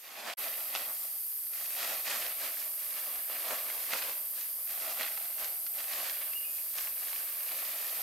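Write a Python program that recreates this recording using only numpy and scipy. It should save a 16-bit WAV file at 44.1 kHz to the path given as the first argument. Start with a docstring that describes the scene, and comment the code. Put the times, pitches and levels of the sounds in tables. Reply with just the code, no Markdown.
"""First comes the crinkle of a plastic-backed tarp, handled on sandy forest ground just ahead of the
microphones and a little to the right. As it is unfolded, shaken and gathered up, its creases buckle in
showers of tiny clicks, its folds slide and billow, and now and then it snaps taut.
Insects drone high overhead and a bird calls faintly, far off among the trees.
About a third of a second in, all sound drops out for an instant; the insects are louder from then on."""
import sys
import numpy as np
from scipy import signal
from scipy.fft import rfft, irfft, next_fast_len
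from scipy.io import wavfile
from scipy.ndimage import map_coordinates

SR = 44100
rng = np.random.default_rng(int(sys.argv[2]) if len(sys.argv) > 2 else 0)


def to_wav(sig):
    """Store sig (one row per channel, or 1-D mono) as 16-bit WAV at the path in sys.argv[1].

    Samples outside -1..1 are clipped; the rate is SR.
    """
    pcm = np.clip(np.atleast_2d(sig), -1, 1) * 32767
    pcm = np.round(pcm).astype(np.int16)
    wavfile.write(sys.argv[1], SR, pcm.T)  # frames by channels


N = 354078

# spectra of the still forest air and the insect chorus overhead: frequency_hz, relative_db
AIR_SPECTRUM = [(25, -14.5), (100, -16), (250, -16), (450, -3.5), (720, -8), (1000, -3.5), (2500, -0.5),
                (4000, -2.5), (6500, 1.5), (9000, -13), (16000, -36)]
CHORUS_SPECTRUM = [(4000, -33.5), (4800, -14), (5700, -29), (6500, -29), (7800, -16.5), (8900, -8),
                   (10100, -8.5), (11100, -4.5), (12200, 0), (12800, 0.5), (13500, -1), (14500, -7.5),
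                   (15700, -14)]
# slow drift of the chorus: time_s, relative_db
CHORUS_DRIFT = [(0.42, -39), (1.94, -38.5), (8.03, -38)]
# insects nearest the microphones: pitch_hz, width_hz, relative_db
NEAR_INSECTS = [(8994, 8, -5), (10407, 12, -4), (11521, 8, 0), (11661, 11, 2), (11920, 14, 0),
                (12097, 8, 5), (12457, 14, 6.5), (12897, 8, 2), (13086, 16, -1), (13312, 12, -1),
                (13675, 16, -2), (14094, 16, -3)]
# far bird: start_s, length_s, start_pitch_hz, end_pitch_hz, flutter_share, level_db
BIRD_NOTES = [(.96, .08, 7350, 7550, .025, -56), (6.312, .04, 2610, 2720, .016, -49.5),
              (6.35, .04, 2860, 2835, .008, -46), (6.39, .07, 2815, 2835, .01, -49.5),
              (6.44, .045, 2540, 2495, .01, -48.5), (6.48, .09, 6950, 7000, .025, -57)]
# echo among the trunks: frequency_hz, t60_s
FOREST_DECAY = [(200, 0.21), (2500, 0.43), (10000, 0.36)]
# bounce off the sand, later when the tarp is held high: time_s, lag_ms
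GROUND_LAG = [(0, 1.03), (.35, 1.3), (.4, 1.55), (1, 1.52), (1.45, 1.56), (1.85, 1.55), (2.8, 1.77),
              (3.5, 1.72), (4, 1.98), (4.5, 1.8), (4.75, 1.53), (5.6, 1.37), (6.2, 1.77), (7.2, 1.78),
              (8, 1.6)]
# likeness between left and right microphones: frequency_hz, coherence
FOREST_COHERENCE = [(60, 0.35), (700, 0.067), (4000, 0.34), (12000, 0.36)]
TARP_COHERENCE = [(200, 0.99), (1000, 0.84), (2500, 0.93), (5000, 0.57), (10000, 0.79)]
# the tarp's place right of centre: frequency_hz, left_minus_right_db
TARP_BALANCE = [(400, 0), (1200, -1.3), (2300, -3.5), (4500, -1)]
# spectra of the tarp buckling, billowing, sliding and flapping: frequency_hz, relative_db
CRINKLE_SPECTRUM = [(150, -41), (450, -20), (700, -8.5), (920, -6.5), (1150, -5), (1800, -0.5),
                    (2500, -0.5), (3500, -3), (5000, -4), (7000, -25), (10000, -20), (16000, -46.5)]
BILLOW_SPECTRUM = [(60, -29), (130, -25.5), (220, -11), (320, -8), (430, -8), (570, 0.5), (740, 3.5),
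                   (920, -4), (1200, 1.5), (1600, -9.5), (3000, -7.5), (8000, -83)]
SLIDE_SPECTRUM = [(1000, -38.5), (3000, 1.5), (4800, 7.5), (6500, 4.5), (9000, 2), (12000, -4),
                  (16000, -17.5)]
FLAP_SPECTRUM = [(50, -47), (130, -37), (220, -4), (380, -9.5), (590, 2.5), (850, -1), (1150, 1),
                 (1700, -3.5), (3000, -18.5), (8000, -14)]
# faint motion between pulls, first lying on the ground, then hanging from the hands: time_s, relative_db
TARP_STIRRING = [(1.45, -76.5), (1.7, -66)]
# pulls on the tarp: start_s, length_s, crinkle_db, billow_over_crinkle_db, slide_over_crinkle_db
TARP_PULLS = [(-0.025, 0.185, -53, -6.5, -8), (0.128, 0.077, -48.5, 1, -4), (0.218, 0.066, -42, -8, -6.5),
              (0.352, 0.13, -46.5, -4.5, -3.5), (0.528, 0.27, -51.5, -6, -3.5),
              (0.708, 0.039, -42.5, -6.5, -6), (0.864, 0.19, -60, -3, 5), (1.493, 0.44, -52, -12.5, 0),
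              (1.729, 0.2, -43, -6.5, -3), (2.025, 0.095, -40, -8, -2.5), (2.16, 0.1, -44.5, -8, -4),
              (2.36, 0.098, -45, -7, -3.5), (2.526, 0.081, -52.5, -6.5, 2.5), (2.73, 0.28, -54.5, -13, 0),
              (2.894, 0.29, -52, -5.5, -5.0), (3.253, 0.23, -49, -6.5, -5),
              (3.402, 0.16, -45.5, -3.5, -4.0), (3.605, 0.5, -50, -5, -2.5), (3.878, 0.058, -40, -8.5, -4),
              (3.96, 0.078, -54, 0.5, -13), (4.32, 0.041, -50, -16, -0.5), (4.632, 0.21, -52.5, -7, -0.5),
              (4.768, 0.163, -48.5, -4, -2.5), (4.954, 0.058, -41, -8.5, -5.0), (5.08, 0.18, -53, -6, -3.5),
              (5.353, 0.05, -45.5, -2.5, -2.5), (5.73, 0.053, -46, -7.5, -2.5),
              (5.856, 0.21, -45.0, -8.5, -2.5), (6.072, 0.2, -53.5, -8.5, -10.0),
              (6.455, 0.33, -61.5, -24, 3.5), (6.717, 0.083, -48, -9.0, 0.5),
              (6.942, 0.242, -50.0, -10.5, -2), (7.228, 0.25, -53.5, -8.5, -4),
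              (7.436, 0.57, -49, -7.5, -2.0)]
# the sheet catches the air: centre_s, half_length_s, level_db
TARP_FLAPS = [(0.289, .02, -41), (0.9, 0.026, -50), (2.151, 0.035, -45), (3.52, 0.016, -38),
              (3.934, 0.0022, -33), (3.956, 0.0081, -40.5), (5.01, 0.0099, -50)]
# folds snapping taut: start_s, strength_db, centre_hz, shiver_over_crack_db
TARP_SNAPS = [(0.7511, -16, 2310, -17), (0.76, -18.5, 2300, -15), (1.319, -42, 2800, -16),
              (1.468, -38.5, 3000, -14), (1.534, -37.5, 2340, -13), (1.611, -36, 1290, -7),
              (2.077, -23.5, 2460, -16), (2.218, -30, 2550, -16), (2.94, -31, 2600, 2),
              (3.094, -40, 1170, -8), (3.297, -32, 1340, -5), (3.508, -27, 1150, -10),
              (3.701, -26.5, 1410, -20), (3.906, -30, 2080, -9), (3.934, -20, 2050, -17),
              (3.952, -30, 1900, -10), (4.021, -25, 2720, 1), (4.411, -31, 4500, -8), (4.997, -27, 1410, 0),
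              (5.01, -25, 1300, -12), (5.031, -24, 1920, -18), (5.175, -30, 2010, -16),
              (5.445, -23, 3600, -11), (5.665, -29.5, 3200, -15), (6.097, -23, 2920, -24),
              (6.216, -32, 1880, -11), (6.334, -30, 2630, -13), (6.782, -25.5, 3020, -6),
              (6.807, -29, 4000, -9), (6.872, -30, 1540, -8), (7.13, -32, 1940, -16)]
# the instant of silence: time_s, gain
DROPOUT = [(.336, 1), (.341, .02), (.355, 0), (.37, 0), (.388, 1)]

RISE_S, FALL_DB_PER_S, USUAL_PULL_DB = 0.068, 87.5, -47  # how a usual pull gathers speed and dies away
BRISKNESS = 0.13  # harder pulls rise and fall faster: dB of speed per dB of pull
STIRRING_SLIDE_DB = -4  # the stirring sheet hardly slides
CREASES_PER_S, CROWDING = 550, .6  # buckling rate at -52 dB of crinkle; dB of rate per dB of crinkle
TICKS_PER_S, TICK_DB, TICK_T60_S = 30, -12, 0.0048  # single stiff creases, level relative to the rest
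SHIVER_T60_S = 0.1  # the creases that a snap sets off
TOP_HZ = 15780


def amp(db):
    """Decibels to gain."""
    return 10 ** (np.asarray(db) / 20)


def unit(x):
    """x at rms 1."""
    return x / np.sqrt(np.mean(x ** 2) + 1e-20)


def along(points, hz):
    """Read (frequency_hz, value) points along a log frequency axis."""
    frequencies, values = np.transpose(points)
    return np.interp(np.log(hz + 1), np.log(frequencies + 1), values)


def curve(points):
    """One value per sample from (time_s, value) points."""
    return np.interp(np.arange(N) / SR, *np.transpose(points))


def wobble(rate, hop=32):
    """A smooth random curve, rate knots a second."""
    steps = np.arange(0, N + hop, hop)
    knots = rng.standard_normal(N // hop)
    return np.interp(np.arange(N), steps, map_coordinates(knots, [steps * rate / SR], mode="wrap"))


def filtered(x, response):
    """x shaped by a gain that depends on frequency."""
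    size = next_fast_len(N + SR // 2)
    return irfft(rfft(x, size) * response(np.fft.rfftfreq(size, 1 / SR)), size)[..., :N]


def coloured(x, spectrum, size=2048):
    """x through a causal filter with the given spectrum."""
    cepstrum = irfft(np.log(amp(along(spectrum, np.fft.rfftfreq(size, 1 / SR)))))
    cepstrum[1:size // 2] *= 2
    cepstrum[size // 2 + 1:] = 0
    impulse = irfft(np.exp(rfft(cepstrum)))
    return signal.fftconvolve(x, impulse[None], axes=1)[:, :N]


def stereo(pair, coherence):
    """Spread two unrelated signals over the left and right microphones with the given coherence."""
    turn = lambda hz: np.arccos(np.clip(along(coherence, hz), -1, 1)) / 2
    mid, side = filtered(pair, lambda hz: np.array([np.cos(turn(hz)), np.sin(turn(hz))]))
    return np.array([mid + side, mid - side])


def noise():
    """Two unrelated white noises."""
    return rng.standard_normal((2, N))


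def add(track, start_s, sound):
    """Mix a short sound into a track."""
    part = track[..., max(round(start_s * SR), 0):][..., :sound.shape[-1]]
    part += sound[..., :part.shape[-1]]


def forest_air():
    """Still air: a faint hiss all around the microphones."""
    return amp(-57) * unit(coloured(stereo(noise(), FOREST_COHERENCE), AIR_SPECTRUM))


def insects():
    """High overhead, many thin insect tones merge into a shrill band; a few near singers stand out."""
    grid_hz = np.arange(0, SR / 2, 14)
    voices_db = 1.3 * rng.standard_normal(len(grid_hz))
    crowd = lambda hz: amp(along(CHORUS_SPECTRUM, hz) + np.interp(hz, grid_hz, voices_db))
    near_power = lambda hz: sum((amp(db) / (1 + ((hz - pitch_hz) / width_hz) ** 2)) ** 2
                                for pitch_hz, width_hz, db in NEAR_INSECTS)
    song = unit(filtered(noise(), lambda hz: np.sqrt(crowd(hz) ** 2 + near_power(hz))))
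    opening_db = np.where(np.arange(N) / SR < DROPOUT[2][0], -13, 0)  # fainter until the dropout
    level_db = curve(CHORUS_DRIFT) + opening_db + 2.02 + 0.28 * wobble(11)
    return amp(level_db) * stereo(song, FOREST_COHERENCE) * amp([[-.6], [.6]])  # slightly to the right


def bird():
    """A far bird gives short whistles and thin, fluttering chirps."""
    out = np.zeros((1, N))
    for start_s, length_s, start_hz, end_hz, flutter, db in BIRD_NOTES:
        size = int(length_s * SR)
        pitch_hz = np.linspace(start_hz, end_hz, size) * (1 + flutter * wobble(318)[:size])
        swell = signal.windows.tukey(size, .3)
        add(out, start_s, amp(db) * swell * np.sin(2 * np.pi * np.cumsum(pitch_hz) / SR))
    return out


def forest_echo(x, longer=1):
    """Trunks and an earth bank scatter a diffuse tail; longer stretches it for a far source."""
    hz, t, spectra = signal.stft(rng.standard_normal((2, SR)), SR, nperseg=256)
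    t60_s = longer * along(FOREST_DECAY, hz)[:, None]
    tail = signal.istft(spectra * amp(-60 * t / t60_s), SR, nperseg=256)[1]
    return signal.fftconvolve(x, tail / np.linalg.norm(tail[0]), axes=1)[:, :N]


def with_ground_bounce(x, share=0.21, dull_hz=4500):
    """A duller copy reaches the microphones off the sand; its changing lag sweeps a comb through x."""
    samples = np.arange(N)
    dulled = filtered(x, lambda hz: 1 / (1 + (hz / dull_hz) ** 2))
    earlier = samples - curve(GROUND_LAG) * SR / 1000
    return x + share * np.array([np.interp(earlier, samples, side) for side in dulled])


def flaps():
    """The loose sheet fills with air: a brief, dull puff."""
    t = np.arange(N) / SR
    swell = sum(amp(db) * np.exp(-.5 * ((t - centre_s) / half_s) ** 2)
                for centre_s, half_s, db in TARP_FLAPS)
    return swell * unit(coloured(noise(), FLAP_SPECTRUM))


def snaps():
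    """A fold pulled taut cracks and sets small creases shivering; harder pulls give shorter cracks."""
    out, t = np.zeros((2, N)), np.arange(SR // 10) / SR
    for start_s, db, centre_hz, shiver_db in TARP_SNAPS:
        t60_s = np.interp(db, [-30, -19], [.016, .006])
        crack = amp(-60 * t / t60_s)
        shiver = amp(shiver_db - 60 * t / SHIVER_T60_S + 3.3 * wobble(420)[:len(t)])
        fold_band = signal.butter(2, [centre_hz / 2.5, centre_hz * 1.9], "band", fs=SR)
        burst = signal.lfilter(*fold_band, (crack + shiver) * rng.standard_normal((2, len(t))))
        add(out, start_s, amp(db - 3) * burst / abs(burst).max(axis=1, keepdims=True))
    return out


def handling():
    """Crinkle, billow and slide in dB: each pull sets the sheet moving, holds, and lets it settle."""
    t = np.arange(N) / SR
    stirring_db = curve(TARP_STIRRING)
    power = amp([stirring_db, stirring_db, stirring_db + STIRRING_SLIDE_DB]) ** 2
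    for start_s, length_s, db, billow_db, slide_db in TARP_PULLS:
        age_s = t[:int((length_s + 1) * SR)]
        speed = amp(BRISKNESS * (db - USUAL_PULL_DB))
        rise = np.minimum(speed * age_s / RISE_S, 1)
        settle = amp(-speed * FALL_DB_PER_S * np.maximum(age_s - length_s, 0))
        gains = amp([db, db + billow_db, db + slide_db])
        add(power, start_s, np.outer(gains, rise * settle) ** 2)
    return 10 * np.log10(power)


def buckling(per_second, spread_db, colour_db, t60_s):
    """Creases buckle in brief bursts: a few large, many small, each with its own strength per octave."""
    onsets = np.flatnonzero(rng.random(N) < per_second / SR)
    size_db = spread_db * np.minimum(rng.exponential(size=N), 3.5)[onsets]
    size = amp(size_db) / np.sqrt(per_second[onsets])  # denser, yet no louder
    out = np.zeros((2, N))
    for low_hz in (250, 500, 1000, 2000, 4000, 8000):
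        energy = np.zeros(N)
        energy[onsets] = (size * amp(colour_db * rng.random(N)[onsets])) ** 2
        envelope = np.sqrt(signal.lfilter([1], [1, -amp(-120 / (t60_s * SR))], energy))
        octave = signal.butter(1, [low_hz, 2 * low_hz], "band", fs=SR)
        out += signal.lfilter(*octave, envelope * noise())
    return unit(out)


def rustle():
    """Creases buckle in clumps, denser when the tarp moves faster, while its folds billow and slide."""
    crinkle_db, billow_db, slide_db = handling()
    clumps = wobble(55)
    per_second = CREASES_PER_S * amp(CROWDING * np.clip(crinkle_db + 52, -20, 12))
    creases = buckling(per_second, spread_db=0.5, colour_db=23, t60_s=0.029)
    ticks = buckling(np.full(N, TICKS_PER_S), spread_db=2.5, colour_db=18, t60_s=TICK_T60_S)
    crackle = creases + amp(TICK_DB) * ticks + .4 * noise()
    crinkle = amp(crinkle_db + 2.44 + 0.38 * clumps) * unit(coloured(crackle, CRINKLE_SPECTRUM))
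    billow_gain = amp(billow_db + 2.63 + 1.5 * wobble(40))
    billow = billow_gain * unit(coloured(0.46 * creases + noise(), BILLOW_SPECTRUM))
    slide = amp(slide_db + 2.6 + 1.08 * clumps) * unit(coloured(.5 * creases + noise(), SLIDE_SPECTRUM))
    return crinkle + billow + slide


def scene():
    """From the microphones: tarp ahead and a little right, bird far off, insects and air all around."""
    tarp = stereo(with_ground_bounce(rustle() + snaps() + flaps()), TARP_COHERENCE)
    tarp = filtered(tarp, lambda hz: amp(along(TARP_BALANCE, hz) * np.array([[.5], [-.5]])))
    calls = bird()
    far_bird = calls + amp(-1) * forest_echo(calls, longer=1.6)
    return forest_air() + far_bird + tarp + amp(-11) * forest_echo(tarp) + insects()


def record(dry):
    """The sound drops out for an instant, and nothing above TOP_HZ is heard."""
    return filtered(dry * curve(DROPOUT), lambda hz: hz < TOP_HZ)


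dry = scene()
out = record(dry)
to_wav(out)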